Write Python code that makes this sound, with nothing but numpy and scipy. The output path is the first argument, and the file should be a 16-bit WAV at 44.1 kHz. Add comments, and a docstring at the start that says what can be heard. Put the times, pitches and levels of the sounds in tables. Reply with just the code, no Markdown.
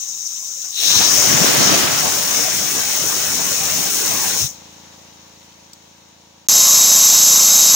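"""An arcjet thruster on a bench: compressed air hisses through its nozzle (noise in bore and chamber modes),
swells to a roar (noise in billowing bands) as sparks fly, then shuts down to a faint leak.
Top hiss, narrow noise bands, gusts and a click add to it; a compressor (shaft harmonics, clatter) chugs behind.
After an abrupt cut the nozzle is heard from very close, in mono: a loud, shrill, steady hiss."""
import sys
import numpy as np
from scipy import signal
from scipy.fft import rfft, irfft, next_fast_len
from scipy.io import wavfile
from scipy.ndimage import uniform_filter1d, map_coordinates

SR = 44100
rng = np.random.default_rng(int(sys.argv[2]) if len(sys.argv) > 2 else 0)


def int16_out(signal):
    """Quantize to a 16-bit WAV file."""
    q = np.round(np.clip(np.atleast_2d(signal).T, -1, 1) * 32767)
    wavfile.write(sys.argv[1], SR, q.astype(np.int16))


N = 341775
TIME = np.arange(N) / SR
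PADDED = next_fast_len(N, real=True)
FREQ = np.maximum(np.arange(PADDED // 2 + 1) * SR / PADDED, 1)

# The air valve: trickle to full flow, then down to a leak that ebbs. A curve above 1 starts moves gently.
OPEN_S, SHUT_S, VALVE_CURVE, LEAK_EBB_DB_PER_S = 0.73, 4.43, 2, 4.5
FRONT_END_S, CLOSE_START_S = 6.473, 6.486

# Stereo image of the broadband sounds.
# Each row: frequency in Hz, left minus right in dB, likeness of the ears 0-1, left phase lead in rad.
ROAR_EARS = [(200, 0, 0.02, 0.0016), (900, 1, 0, 0.0024), (6000, 1, 0.03, 0), (7240, -3, 1, 0),
             (9600, -0.5, 0.66, 0), (11600, 1, 0, 0), (15000, 0.5, 0.74, 0)]


def undb(db):
    """Decibels to gain."""
    return 10 ** (np.asarray(db) / 20)


def curve(rows):
    """Second column of a time table, joined by straight lines."""
    rows = np.array(rows)
    return np.interp(TIME, rows[:, 0], rows[:, 1])


def colour(rows, axis=1):
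    """One column of a frequency table, joined on a log axis."""
    rows = np.array(rows)
    return np.interp(np.log(FREQ), np.log(rows[:, 0]), rows[:, axis])


def resonances(modes):
    """Gain of steep-sided resonances whose powers add; width is taken at half gain."""
    gains = [undb(db) / (1 + (2 * (FREQ - hz) / width_hz) ** 2) for hz, width_hz, db in modes]
    return np.sqrt(sum(gain ** 2 for gain in gains))


def shaped(x, gain):
    """Filter by a gain per frequency and bring to rms 1."""
    y = irfft(rfft(x, PADDED) * gain, PADDED)[..., :N]
    return y / np.sqrt(np.mean(y ** 2))


def noise(gain):
    """Coloured noise of rms 1."""
    spectrum = rng.standard_normal(2 * len(FREQ)).view(complex)
    y = irfft(spectrum * gain, PADDED)[:N]
    return y / np.sqrt(np.mean(y ** 2))


def wide_noise(gain, ears):
    """Coloured stereo noise with balance, likeness and phase lead by frequency."""
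    mid, side = rfft(rng.standard_normal((2, PADDED)))
    sign = np.array([[1], [-1]])
    alike = np.clip(colour(ears, axis=2), 0, 1)
    pair = np.sqrt(1 + alike) * mid + sign * np.sqrt(1 - alike) * side
    balance = undb(sign * colour(ears) / 2) * np.exp(1j * sign * colour(ears, axis=3) / 2)
    balance = balance / np.sqrt(np.mean(abs(balance) ** 2, axis=0))
    y = irfft(pair * gain * balance, PADDED)[:, :N]
    return y / np.std(y)


def walk(rate):
    """Slow chance with rms 1, changing about rate times a second."""
    return noise(1 / (1 + (2 * FREQ / rate) ** 4))


def swell(at_s, length_s):
    """A smooth rise and fall with its top, 1, at at_s."""
    return np.exp(-((TIME - at_s) / length_s) ** 2)


def reflections(echo_db, decay_s=0.0039):
    """Gain of direct sound plus scattered short echoes from bench and apparatus: a rippled spectrum."""
    echoes = rng.standard_normal(N) * np.exp(-TIME / decay_s) * (TIME > .0015)
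    return abs(1 + undb(echo_db) * rfft(echoes / np.linalg.norm(echoes), PADDED))


def bend(x, ratio):
    """Read a stereo sound at a moving speed, which scales all its frequencies."""
    place = np.cumsum(ratio)
    return np.array([map_coordinates(ear, [place], order=3, mode="mirror") for ear in x])


def valve_move(at_s, span_s):
    """Progress, 0-1, of one turn of the valve."""
    return 1 - np.exp(-(np.maximum(TIME - at_s, 0) / span_s) ** VALVE_CURVE)


def valve_db(idle_db, firing_db, leak_db, rise_s, fall_s, vent_db=0, vent_s=0.1):
    """Level of one air sound: idle, firing once the valve opens, an ebbing leak as it shuts and the hose vents."""
    running = idle_db + valve_move(OPEN_S, rise_s) * (firing_db - idle_db)
    since = np.maximum(TIME - SHUT_S, 0)
    leaking = leak_db - LEAK_EBB_DB_PER_S * since + vent_db * np.exp(-since / vent_s)
    return running + valve_move(SHUT_S, fall_s) * (leaking - running)


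def surge_db(steady_db, lift_db, peak_s, length_s):
    """Firing level: one surge while the sparks fly, settling to a steady flow."""
    return steady_db + lift_db * swell(peak_s, length_s)


def level_shift_db(axis):
    """Short smooth shifts of hiss and roar level, up or down, some of them at shutdown."""
    # Each row: centre in seconds, length in seconds, hiss shift in dB, roar shift in dB.
    level_shifts = [(0.098, .02, 2, 1), (0.269, 0.015, 4, -4), (.42, 0.033, 0.5, -1), (0.654, 0.019, 3, 6),
                    (0.874, .02, 2, -1.5), (1.014, 0.015, -2, 6), (1.533, 0.031, -2, -1),
                    (1.66, .05, 3.5, 0), (1.882, 0.051, -5, 0.5), (2.375, 0.05, 4, 1), (2.456, 0.062, 2, 1),
                    (4.4, 0.0283, 2.5, -4), (4.439, 0.018, 1.5, -5.5)]
    return sum(row[axis] * swell(row[0], row[1]) for row in level_shifts)


def housing_rumble(rumble_db=-71.0, centre_hz=120, width_hz=220):
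    """A soft, loose rumble under the compressor's chug: one broad low resonance of noise."""
    gain = resonances([(centre_hz, width_hz, 0)]) * FREQ / (FREQ + centre_hz)
    return wide_noise(gain, ROAR_EARS) * undb(rumble_db)


def compressor(shaft_hz, chug, whine, clatter_colour, chug_db, clatter_db, loose, smear_rad, stroke_s,
               throb=0.086, wander=0.00097, motor_waver_rad=0.38):
    """A piston chugs once a turn, the motor whines, valves clatter on both strokes, partly alike every turn."""
    turns = np.cumsum(shaft_hz * (1 + wander * walk(5.8))) / SR
    turns = turns - np.interp(stroke_s, TIME, turns)  # one stroke falls at stroke_s

    # the tank and the surroundings smear each stroke
    piston = sum(undb(db) * np.cos(2 * np.pi * k * turns + smear_rad * rng.standard_normal())
                 for k, db in chug)
    motor = sum(undb(db) * np.sqrt(2) * np.cos(2 * np.pi * k * turns + motor_waver_rad * walk(21))
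                for k, db in whine)

    one_turn = rng.standard_normal((2, int(SR / shaft_hz)))
    rattle = np.array([np.interp(turns % 1, np.linspace(0, 1, len(ear)), ear) for ear in one_turn])
    strokes = 1 + throb * np.cos(2 * np.pi * 2 * turns)
    raw_clatter = (rattle + loose * rng.standard_normal((2, N))) * strokes
    clatter = shaped(raw_clatter, undb(colour(clatter_colour)))

    total = piston / np.std(piston) * undb(chug_db) + motor + clatter * undb(clatter_db)
    return total * undb(0.41 * walk(28))


def click(at_s=5.733, decay_s=0.0036, onset_db=-29):
    """A sharp switch click: a bright snap of noise that dies in a few milliseconds."""
    # Each row: frequency in Hz, relative density in dB per Hz.
    click_colour = [(1000, -25), (3500, -7), (5000, 6), (7500, 0), (11000, -16), (15500, -5)]
    age = TIME - at_s
    decay = (age > 0) * np.exp(-abs(age) / decay_s)
    return wide_noise(undb(colour(click_colour)), ROAR_EARS) * decay * undb(onset_db)


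def gusts(right_db=-16, rumble_hz=105, rumble_width_hz=130, buffet_db=5.5, gust_width=0.59):
    """The plume's draught rumbles, mostly on the left microphone; each gust adds a short, low thump."""
    # Each row: centre in seconds, centre frequency in Hz, length in seconds, level in dB.
    gust_rows = [(0.968, 99, 0.014, -26), (1.008, 160, .008, -28), (1.352, 130, 0.02, -22.5),
                 (1.423, 160, 0.025, -16.5), (1.442, 380, 0.0079, -13.5), (1.667, 135, 0.017, -28),
                 (4.44, 104, 0.017, -22)]
    firing_db = surge_db(steady_db=-49.5, lift_db=13.5, peak_s=1.15, length_s=.36)
    draught_db = valve_db(idle_db=-70, firing_db=firing_db, leak_db=-85, rise_s=.18, fall_s=.07)
    rumble_gain = resonances([(rumble_hz, rumble_width_hz, 0)]) * (FREQ / (FREQ + rumble_hz)) ** 2
    out = noise(rumble_gain) * undb(draught_db + buffet_db * walk(25))
    for at_s, hz, length_s, db in gust_rows:
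        shape = swell(at_s, length_s)
        thump_gain = resonances([(hz, gust_width * hz, 0)]) * (FREQ / (FREQ + hz)) ** 2
        thump = noise(thump_gain) * shape
        out = out + thump * undb(db) * np.linalg.norm(shape) / np.linalg.norm(thump)
    return np.array([[1], [undb(right_db)]]) * out


def narrow_bands(width_hz=55):
    """Now and then a faint narrow band of noise stands out, often gliding, as it swells and fades."""
    # Each row: centre in seconds, length in seconds, pitch in Hz, glide in Hz per second, level in dB.
    band_rows = [(0.073, .06, 1110, -700, -62), (0.413, .055, 1034, 1200, -57), (.42, .06, 700, 0, -61.5),
                 (0.538, 0.033, 1430, 0, -58), (.58, .05, 540, -400, -61), (.65, .03, 1480, 598, -54),
                 (.69, .06, 1110, 0, -60), (3.62, 0.027, 790, 300, -36), (3.727, .025, 610, 1500, -37),
                 (3.921, .045, 1340, -4500, -38), (4.153, 0.024, 1075, 0, -36),
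                 (4.223, .022, 970, -500, -38)]
    grain = walk(width_hz) + 1j * walk(width_hz)
    out = np.zeros(N)
    for at_s, length_s, hz, glide, db in band_rows:
        near = abs(TIME - at_s) < 3 * length_s
        age = TIME[near] - at_s
        band = (grain[near] * np.exp(2j * np.pi * (hz + glide * age / 2) * age)).real
        shape = np.exp(-(age / length_s) ** 2)
        level = undb(db) * np.linalg.norm(shape) / np.linalg.norm(band * shape)
        out[near] += band * shape * level
    return out


def top_hiss():
    """A thin, slightly uneven top hiss."""
    # Each row: frequency in Hz, relative density in dB per Hz.
    top_colour = [(5000, -18), (8000, -2), (9700, -2), (10800, -9.5), (12500, -7), (14000, -16), (15000, 6),
                  (15700, -0.5)]
    unevenness_db = .8 * walk(400) + .9 * walk(22)
    firing_db = surge_db(steady_db=-21.0, lift_db=3.5, peak_s=1.35, length_s=0.29)
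    level_db = valve_db(idle_db=-39.0, firing_db=firing_db, leak_db=-54.0, rise_s=0.058, fall_s=0.086)
    return wide_noise(undb(colour(top_colour)), ROAR_EARS) * undb(level_db + unevenness_db)


def warble(x, depth_db, below_hz, glide_rms_hz_per_s=1800, turn_rate=12):
    """Narrow bands come and go in hundredths of a second and slide up and down, mostly under below_hz."""
    hz, at, bands = signal.stft(x, SR, nperseg=1024, noverlap=768)
    chance = rng.standard_normal(bands.shape[1:])
    for _ in range(2):
        chance = uniform_filter1d(uniform_filter1d(chance, size=3, axis=0), size=9, axis=1)
    slide_hz = np.interp(at, TIME, np.cumsum(glide_rms_hz_per_s * walk(turn_rate)) / SR)
    row, frame = np.indices(chance.shape)
    chance = map_coordinates(chance, [row - slide_hz / hz[1], frame], order=1, mode="mirror")
    limited = 2 * np.tanh(chance / np.std(chance) / 2)
    depth = np.interp(at, TIME, depth_db) / (1 + (hz[:, None] / below_hz) ** 2)
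    gain = undb(limited * depth)
    gain = gain / np.sqrt(np.mean(gain ** 2, axis=1, keepdims=True))
    return signal.istft(bands * gain, SR, nperseg=1024, noverlap=768)[1][:, :N]


def jet_roar(lowest_billow_rate=20, low_growth=0.35, growth_ref_db=-23,
             bloom_db=5, bloom_s=0.81, bloom_length_s=0.045):
    """Free jet: each eddy size billows alone, large ones slower and growing more with flow; the roar warbles."""
    # Each row: frequency in Hz, relative density in dB per Hz.
    roar_colour = [(25, -36), (50, -42), (80, -6.5), (130, 0), (250, 1), (600, 0), (1500, -1.5),
                   (3500, -2.5), (6800, -2.5), (8200, -34), (9600, -14.5), (11000, -24), (15300, -32)]
    roar = rfft(wide_noise(undb(colour(roar_colour)), ROAR_EARS), PADDED)
    firing_db = surge_db(steady_db=-24, lift_db=9.5, peak_s=1.592, length_s=0.47)
    roar_db = valve_db(idle_db=-47.0, firing_db=firing_db, leak_db=-46.0, rise_s=0.094, fall_s=0.038)
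    roar_db = roar_db + level_shift_db(axis=3)
    centres_hz = np.geomspace(150, 4800, 6)
    out = 0
    for hz, share in zip(centres_hz, np.eye(len(centres_hz))):
        band_gain = np.interp(np.log(FREQ), np.log(centres_hz), share)
        band = irfft(roar * band_gain, PADDED)[:, :N]
        bulk = 1 / (1 + (hz / 700) ** 2)  # near 1 for large eddies
        billow_db = (1.22 + bulk) * walk(lowest_billow_rate * np.sqrt(hz / centres_hz[0]))
        # the small eddies bloom first as the valve opens
        early_db = bloom_db * (1 - bulk) ** 3 * swell(bloom_s, bloom_length_s)
        growth_db = bulk * low_growth * (roar_db - growth_ref_db)
        out = out + band * undb(early_db + billow_db + growth_db)
    warble_db = 2.8 * (1 - .7 * swell(1.4, .5))  # shallower in the surge
    return warble(out, warble_db, below_hz=5200) * undb(roar_db)


def chamber_db(idle_db=-44.5, steady_db=-35.5, leak_db=-55, waver_db=2.0):
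    """Chamber level: faint at a trickle and at full flow, ringing out for a set while after the valve opens and
    briefly as it shuts."""
    # Each row: start in seconds, end in seconds, fade in seconds, level in dB ahead of the build below.
    chamber_rings = [(0.769, 1.083, 0.036, -21), (4.443, 4.47, 0.014, -31)]
    quiet = undb(valve_db(idle_db, steady_db, leak_db, rise_s=.05, fall_s=0.045))
    rings = 0
    for start_s, end_s, fade_s, db in chamber_rings:
        fade_in = (1 + np.tanh((TIME - start_s) / fade_s)) / 2
        fade_out = (1 - np.tanh((TIME - end_s) / fade_s)) / 2
        rings = rings + undb(db) * fade_in * fade_out
    build_db = valve_db(idle_db=-4.5, firing_db=0.5, leak_db=-2.5, rise_s=0.08, fall_s=.06)
    return 20 * np.log10(quiet + rings * undb(build_db)) + waver_db * walk(45)


def thin_low_modes(bore, trickle_db=-5.5, steady_db=-2, surge_s=1.8, length_s=0.52, under_hz=5750):
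    """The bore's lowest resonances are weak at a trickle and are fully driven only in the surge."""
    lowest = irfft(rfft(bore, PADDED) / (1 + (FREQ / under_hz) ** 40), PADDED)[:, :N]
    opened = valve_move(OPEN_S, 0.072)
    thin_db = trickle_db * (1 - opened) + steady_db * opened * (1 - swell(surge_s, length_s))
    return bore + lowest * (undb(thin_db) - 1)


def nozzle_front(sag=0.04, sag_at_s=0.95, sag_s=0.27, drift=0.005, dip_per_db=0.0049, lowest_hz=4850):
    """Air rings bore and chamber; bore pitch sags in the surge and moves against level shifts; the arc flutters."""
    # Each row: frequency in Hz, width in Hz, relative level in dB.
    bore_modes = [(5110, 410, -3), (5560, 670, 0), (6105, 580, 1.5), (6655, 530, -0.5), (7240, 900, -9),
                  (7600, 520, -14), (8550, 390, -15.5), (8900, 390, -20), (13400, 1900, -23),
                  (15400, 920, -18)]
    chamber_modes = [(2850, 920, -7), (3500, 480, -2), (3880, 340, 5), (4260, 340, -2)]
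    # Each row: frequency in Hz, left minus right in dB, likeness of the ears 0-1, left phase lead in rad.
    hiss_ears = [(3840, 5.5, 0.62, -2.5), (5100, 16, 0.8, 2), (6320, 12.5, 0.13, -0.5),
                 (6860, 3.5, 0.98, 0), (9000, -12, 0.8, 1), (9800, 0, 0.6, -6), (13000, 8, .6, 0.5),
                 (15200, -3, 0.7, -1)]
    flutter_db = .5 * walk(35) + 0.54 * walk(350)
    bench = reflections(echo_db=-17)
    firing_db = surge_db(steady_db=-20, lift_db=8, peak_s=1.04, length_s=0.49)
    bore_db = valve_db(idle_db=-25.5, firing_db=firing_db, leak_db=-46.5,
                       rise_s=0.1, fall_s=0.083, vent_db=10)
    hiss_shift_db = level_shift_db(axis=2)
    pitch = 1 - sag * swell(sag_at_s, sag_s) + drift * walk(8.02) - dip_per_db * hiss_shift_db
    # the bore carries little under its lowest cross mode
    cut_on = .3 + .7 / (1 + (lowest_hz / np.maximum(FREQ, 1000)) ** 50)
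    bore = wide_noise(resonances(bore_modes) * bench * cut_on, hiss_ears)
    bore = bend(thin_low_modes(bore), pitch) * undb(bore_db + hiss_shift_db)
    chamber = wide_noise(resonances(chamber_modes) * bench, hiss_ears) * undb(chamber_db())
    return (bore + chamber) * undb(flutter_db)


def front_view():
    """The whole firing, a little way in front of the nozzle."""
    # Each row: multiple of shaft rate, level in dB (chug relative, whine ahead of the pump gain).
    chug = [(2, -17), (3, -2), (4, -8), (5, -2.5), (6, -3.5), (7, 0.5), (8, -4.5), (9, -4.5), (10, -12),
            (11, -2), (12, -5.5)]
    whine = [(14, -76), (20, -71), (24, -71.5), (25, -73.5), (28, -73), (30, -72), (32, -71.5), (34, -67.5),
             (35, -75.5), (41, -75), (44, -79), (96, -77), (136, -76)]
    # Valve and housing clatter. Each row: frequency in Hz, relative density in dB per Hz.
    clatter_colour = [(120, -28), (300, -4), (480, 4.5), (760, 0), (1000, 1), (1200, -4.5), (1500, -7),
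                      (2200, -7), (3800, -5), (6500, -14), (8000, -32), (14000, -37)]
    # Compressor gain. Each row: time in seconds, gain in dB.
    pump_level = [(.8, -7), (4.5, 7), (5.8, 0.5), (6.4, 0.7)]
    pump = compressor(27.85, chug, whine, clatter_colour, chug_db=-56.5, clatter_db=-54.0,
                      loose=1.3, smear_rad=.55, stroke_s=6.345)
    pump = (pump + housing_rumble()) * undb(curve(pump_level))
    return pump + click() + gusts() + narrow_bands() + top_hiss() + jet_roar() + nozzle_front()


def hollow_tone(centre_hz=1080, width_hz=190, tone_db=-38.0):
    """A breathy, hollow resonance under the close hiss that comes and goes."""
    waver_db = 2.5 * walk(14)
    return noise(resonances([(centre_hz, width_hz, 0)])) * undb(tone_db + waver_db)


def close_view(hiss_db=-9.5, roar_db=-25, flutter_db=0.14):
    """Steady air beside the nozzle: sharp bore resonances over the jet and the compressor's strokes."""
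    # Each row: frequency in Hz, width in Hz, relative level in dB.
    bore_modes = [(3856, 300, -9.5), (4350, 360, -14), (4580, 400, -19), (5040, 410, -10), (5276, 190, -4),
                  (5670, 250, -6), (5850, 300, -6), (6210, 350, 0), (6520, 330, -3), (6900, 180, -12),
                  (7120, 410, -2.5), (7360, 300, -9), (7600, 290, -4.5), (7760, 280, -6),
                  (10760, 320, -16.5), (11480, 380, -9), (12130, 720, -9.5), (12500, 450, -17.5),
                  (13100, 800, -20), (14000, 900, -22), (15500, 800, -28)]
    # Each row: frequency in Hz, relative density in dB per Hz.
    roar_colour = [(25, -24), (60, -11.5), (300, -6.5), (480, -5.5), (680, 1.5), (880, -2), (1100, 2),
                   (1700, -4.5), (3000, 1), (8500, -3.5), (10000, -6), (15000, -33)]
    clatter_colour = [(250, -15), (370, -3), (650, 1), (880, 0), (1100, 2), (1700, -10), (4000, -10.5),
                      (14000, -32)]
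    # Each row: multiple of shaft rate, relative level in dB.
    chug = [(1, -25), (2, -20), (3, -9.5), (4, -12), (5, -12), (6, -4.5), (7, 0.5), (8, -6.5), (9, -3),
            (10, -6.5), (11, -10), (12, -14.5)]
    bench = reflections(echo_db=-19)
    pump = compressor(28.12, chug, [], clatter_colour, chug_db=-40.5, clatter_db=-37.0,
                      loose=0.85, smear_rad=.4, stroke_s=6.811, throb=0.099)
    roar = noise(undb(colour(roar_colour)) * bench) * undb(roar_db)
    hiss = noise(resonances(bore_modes) * bench) * undb(hiss_db + flutter_db * walk(30))
    return pump[0] + hollow_tone() + roar + hiss


def scene():
    """Two viewpoints, with an instant of silence at the cut."""
    return front_view() * (TIME < FRONT_END_S) + close_view() * (TIME >= CLOSE_START_S)


def record(dry, top_hz=15780):
    """The highest peaks are rounded off and everything above top_hz is cut."""
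    rounded = dry / (1 + (dry / .86) ** 12) ** (1 / 12)
    low_pass = signal.ellip(12, .2, 70, top_hz, fs=SR, output="sos")
    return signal.sosfilt(low_pass, rounded)


dry = scene()
out = record(dry)
int16_out(out)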